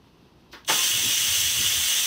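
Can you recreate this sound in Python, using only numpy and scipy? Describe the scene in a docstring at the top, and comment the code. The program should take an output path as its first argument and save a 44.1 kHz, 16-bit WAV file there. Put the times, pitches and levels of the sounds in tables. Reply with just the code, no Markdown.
"""Steam jet of a pressure cooker on a kitchen floor stand: fluttering coloured noise, with narrow peaks
and notches from the room. Before it come a small first puff and a valve click; the valve pops open,
clicks again and the pot rings on: short gusts of coloured noise. A cabinet nearby returns one echo ahead
of a sparse room tail. A low rumble, hands on the microphone or paws on the counter, comes and goes as
wandering resonant noise. Behind lies quiet kitchen air, noise with a faint hum; one microphone feeds
both sides."""
import sys
import numpy as np
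from scipy import signal
from scipy.fft import rfft, irfft
from scipy.io import wavfile
from scipy.ndimage import uniform_filter1d

SR = 44100
rng = np.random.default_rng(int(sys.argv[2]) if len(sys.argv) > 2 else 0)


def wav_record(signal):
    """Record a signal, one row per channel, as 16-bit PCM in the file named by sys.argv[1]."""
    frames = np.transpose(np.atleast_2d(signal))
    bounded = np.clip(frames, -1, 1)
    # unit amplitude maps onto the largest positive 16-bit level
    quanta = np.round(bounded * 32767).astype(np.int16)
    wavfile.write(sys.argv[1], SR, quanta)


def convert_level_to_amplitude(level_db):
    """Map a level in decibels to its linear amplitude factor."""
    exponent = np.asarray(level_db, float) / 20
    return 10 ** exponent


N = 91110


def evened(x):
    """Scales a signal to rms 1."""
    return x / np.sqrt(np.mean(x ** 2) + 1e-20)


def colour(points, hz):
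    """Reads a spectrum table in dB along log frequency, silent outside its ends."""
    f, db = np.transpose(points)
    return np.interp(np.log(hz + 1), np.log(f), db, left=-90, right=-90)


def shaped(x, points, peaks=()):
    """Colours a signal by a spectrum and optional narrow peaks or notches, to rms 1."""
    hz = np.fft.rfftfreq(N, 1 / SR)
    db = colour(points, hz)
    for centre, width, boost_db in peaks:
        db = db + boost_db / (1 + (2 * (hz - centre) / width) ** 2)
    return evened(irfft(rfft(x) * convert_level_to_amplitude(db), N))


def wobble(seconds):
    """Random fluctuation, noise smoothed twice over the given grain length, rms 1."""
    width = max(int(seconds * SR), 1)
    once = uniform_filter1d(rng.standard_normal(N), width)
    return evened(uniform_filter1d(once, width))


def curve(table, column):
    """Gain over time from a dB column, at -120 dB before the first row."""
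    rows = np.array(table)
    return convert_level_to_amplitude(np.interp(np.arange(N) / SR, rows[:, 0], rows[:, column], left=-120))


def jet():
    """Steam turbulence: flutter and drifting patches, with narrow peaks and notches from the room."""
    # Steam flow: t/s, level below the treble/dB, level of the treble/dB
    flow = [(.655, -70, -66), (.666, -56, -48), (.674, -48, -43), (.679, -32, -36), (.686, -24, -28),
            (.7, -21.5, -23), (.76, -21.5, -23), (.9, -23, -22.5), (1.1, -22.5, -23.5), (1.3, -22.5, -22.5),
            (1.55, -23.5, -24), (1.62, -22, -23), (1.8, -23, -23), (2.06, -23, -23)]
    # Spectrum of the hiss: f/Hz, relative level/dB per Hz
    hiss_colour = [(180, -48), (300, -26), (450, -25), (603, -23), (750, -23), (900, -21), (1080, -18),
                   (1300, -18), (1930, -10), (2200, -11), (2440, -15), (2540, -8), (2900, -2.5), (3300, -2),
                   (3600, -4), (3750, -7), (4000, -9), (4400, -11), (4700, -9), (5150, -12), (5300, -8),
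                   (5700, -8), (5850, -2.5), (6480, -1.5), (6560, -12), (6830, -12), (6900, -8), (8360, -8),
                   (10200, -14), (11900, -15), (15000, -12), (15600, -11), (16000, -14)]
    # Narrow peaks and notches from reflections in the room: f/Hz, width/Hz, boost/dB
    room_peaks = [(2040, 30, -8), (2170, 50, 4), (2255, 25, -8), (2362, 30, 8), (2537, 25, 6),
                  (2730, 40, 3), (2891, 20, 9.5), (3130, 50, 5), (3190, 25, -7), (3348, 20, 7),
                  (3441, 20, 4), (3492, 20, 4), (3560, 25, -7), (3609, 20, 8), (3665, 25, -7),
                  (4680, 60, 3), (5260, 50, 4), (5455, 20, 5), (5790, 20, 3), (7883, 30, 6), (8070, 20, 6)]
    flutter_db, flutter_s = 1.7, .0003
    swell_db, swell_s = .3, .03
    patch_db = .6
    treble_hz = 7000  # the treble starts here

    flutter = flutter_db * wobble(flutter_s)
    swell = swell_db * wobble(swell_s)
    eddies = rng.standard_normal(N) * convert_level_to_amplitude(flutter + swell)

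    # Patches: level drift smoothed over 8 bins in frequency and 16 frames in time
    z = signal.stft(eddies, nperseg=512, noverlap=384)[2]
    patches = uniform_filter1d(rng.standard_normal(z.shape), 8, 0)
    patches = evened(uniform_filter1d(patches, 16, 1))
    eddies = signal.istft(z * convert_level_to_amplitude(patch_db * patches), nperseg=512, noverlap=384)[1][:N]

    hiss = shaped(eddies, hiss_colour, room_peaks)
    highpass = signal.butter(4, treble_hz, "high", fs=SR, output="sos")
    treble = signal.sosfiltfilt(highpass, hiss)
    return (hiss - treble) * curve(flow, column=1) + treble * curve(flow, column=2)


def blast(points, start, rise, peak_db, t60, peaks=()):
    """A gust of coloured noise that swells over rise/s, then falls 60 dB in t60/s, with spatter in it."""
    spatter_db, spatter_s = 1.5, .002
    t = np.arange(N) / SR - start
    swell = np.clip(t / rise, 0, 1) ** 2
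    decay = convert_level_to_amplitude(peak_db - 60 * np.maximum(t - rise, 0) / t60)
    spatter = convert_level_to_amplitude(spatter_db * wobble(spatter_s))
    return swell * decay * spatter * shaped(rng.standard_normal(N), points, peaks)


def pop():
    """The valve pops open in a strong gust, and noise in the pot's resonances rings on."""
    # Spectrum of the pop: f/Hz, relative level/dB per Hz
    pop_colour = [(60, -30), (120, -13), (250, -7), (450, -3), (650, -5), (900, 0), (1500, -1), (2200, -4),
                  (3000, -15), (6000, -40)]
    # Ring of the pot: t/s, rise/s, peak level/dB, t60/s
    pot_ring = (.68, .05, -32, .5)
    # Resonances of the pot: f/Hz, width/Hz, boost/dB
    pot_modes = [(220, 30, 8), (335, 30, 12), (455, 25, 18), (810, 30, 14), (1050, 30, 17), (1250, 40, 8)]
    burst = blast(pop_colour, start=.676, rise=.027, peak_db=-20.5, t60=.14)
    return burst + blast(pop_colour, *pot_ring, peaks=pot_modes)


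def puff():
    """The small first puff: a bright gust, joined by one with more body and a quicker rise."""
    # Spectrum of the bright gust: f/Hz, relative level/dB per Hz
    puff_colour = [(1500, -30), (2500, -6), (3500, -2), (5000, 0), (6000, -4), (6700, -16), (10000, -20),
                   (14000, -16), (16000, -20)]
    # Spectrum of the body: f/Hz, relative level/dB per Hz
    body_colour = [(150, -25), (320, -2), (500, -3), (716, -10), (905, -4), (1600, 0), (2300, -9),
                   (3500, -8), (5000, -25)]
    bright = blast(puff_colour, start=.505, rise=.024, peak_db=-46, t60=.26)
    return bright + blast(body_colour, start=.526, rise=.008, peak_db=-39.5, t60=.26)


def valve():
    """The valve pin ticks against its seat: very short bursts of coloured noise."""
    # Ticks of the pin: t/s, level/dB
    ticks = [(.6468, -40), (.6765, -33)]
    # Spectrum of a tick: f/Hz, relative level/dB per Hz
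    pin_colour = [(2000, -30), (2700, -2), (3200, 0), (4000, -3), (5000, -14), (6200, -7), (6700, -24),
                  (12000, -24), (15500, -30)]
    return sum(blast(pin_colour, start, rise=.0015, peak_db=db, t60=.022) for start, db in ticks)


def kitchen(x):
    """Adds to the direct sound one cabinet echo and a sparse decaying room tail."""
    echo_s, echo_db = .00553, -12  # a detour of about 1.9 m; level against the direct sound
    room_db, room_t60_s, room_start_s = -10, .2, .008  # whole tail against the direct sound
    reflections_per_s = 3000  # average density
    t = np.arange(SR // 2) / SR
    arrivals = (rng.random(len(t)) < reflections_per_s / SR) * (t > room_start_s)
    tail = rng.standard_normal(len(t)) * arrivals * convert_level_to_amplitude(-60 * t / room_t60_s)

    direct = np.sinc(t * SR)
    echo = convert_level_to_amplitude(echo_db) * np.sinc((t - echo_s) * SR)
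    taps = convert_level_to_amplitude(room_db) * tail / np.linalg.norm(tail) + direct + echo
    return signal.fftconvolve(x, taps / np.linalg.norm(taps))[:N]


def rumble():
    """Handling or paws: noise through a wandering low resonance, with a broader part above it."""
    # Course of the rumble: t/s, low part level/dB, upper part level/dB, low part centre f/Hz
    course = [(.72, -56, -56, 120), (.88, -60, -58, 120), (.96, -44, -49, 105), (1.03, -53, -48, 110),
              (1.058, -40, -43, 105), (1.108, -50, -46, 110), (1.15, -59, -58, 100), (1.19, -51, -64, 90),
              (1.25, -51, -52, 120), (1.32, -43, -62, 85), (1.364, -53, -62, 80), (1.412, -43, -54, 100),
              (1.51, -45, -58, 85), (1.544, -48, -52, 100), (1.565, -39, -52, 110), (1.608, -38, -46, 105),
              (1.694, -49, -60, 90), (1.72, -43, -58, 85), (1.79, -39, -55, 72), (1.83, -46, -62, 68),
              (1.88, -64, -62, 80), (2.06, -64, -62, 90)]
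    # Spectrum of the upper part: f/Hz, relative level/dB per Hz
    upper_colour = [(130, -20), (170, -2), (240, 0), (350, -3), (480, -10), (600, -25)]
    pole_width_hz, low_cut_hz = 55, 62

    # Noise is turned down to 0 Hz, smoothed by two equal poles and turned back up
    rows = np.array(course)
    centre_hz = np.interp(np.arange(N) / SR, rows[:, 0], rows[:, 3])
    turn = np.exp(2j * np.pi * np.cumsum(centre_hz) / SR)
    r = np.exp(-np.pi * pole_width_hz / SR)
    slow = signal.lfilter([1], np.poly([r, r]), rng.standard_normal(N) / turn)

    low = evened((slow * turn).real) * curve(course, column=1)
    upper = shaped(rng.standard_normal(N), upper_colour) * curve(course, column=2)
    highpass = signal.butter(4, low_cut_hz, "high", fs=SR, output="sos")
    return signal.sosfilt(highpass, low + upper)


def air():
    """Kitchen background: gently unsteady coloured noise and faint wavering appliance hum."""
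    # Spectrum of the air: f/Hz, relative level/dB per Hz
    air_colour = [(15, -35), (30, -14), (55, -6), (120, -2), (250, -3), (370, -6), (450, -11), (677, -16),
                  (988, -13), (1400, -21), (2400, -25), (2600, -19), (3300, -21), (4500, -24), (6400, -30),
                  (6600, -38), (9000, -39), (14000, -38), (15000, -42), (16000, -56)]
    # Appliance hum: f/Hz, rms level/dB
    hum_tones = [(60, -68), (358, -73)]
    air_db = -56  # rms, about which the level wobbles
    t = np.arange(N) / SR
    hum = np.zeros(N)
    for hz, db in hum_tones:
        tone = np.sqrt(2) * np.sin(2 * np.pi * (hz * t + rng.random()))
        hum += convert_level_to_amplitude(db + 2.5 * wobble(.05)) * tone
    level = convert_level_to_amplitude(air_db + .8 * wobble(.02))
    return level * shaped(rng.standard_normal(N), air_colour) + hum


def scene():
    """The cooker in its room, the rumble and the air at one microphone, alike on both sides."""
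    cooker = jet() + pop() + puff() + valve()
    return np.tile(kitchen(cooker) + rumble() + air(), (2, 1))


def band_limit(x):
    """A steep low-pass at the top of the band."""
    return signal.sosfilt(signal.butter(12, 16870, fs=SR, output="sos"), x)


def record(dry):
    """Limits the treble of the microphone signal with a steep lowpass and finishes the mix."""
    edge_hz = 15720
    lowpass = signal.firwin(1023, edge_hz, window=("kaiser", 10), fs=SR)
    mix = signal.oaconvolve(dry, lowpass[None], "same")
    return band_limit(mix)


dry = scene()
out = record(dry)
wav_record(out)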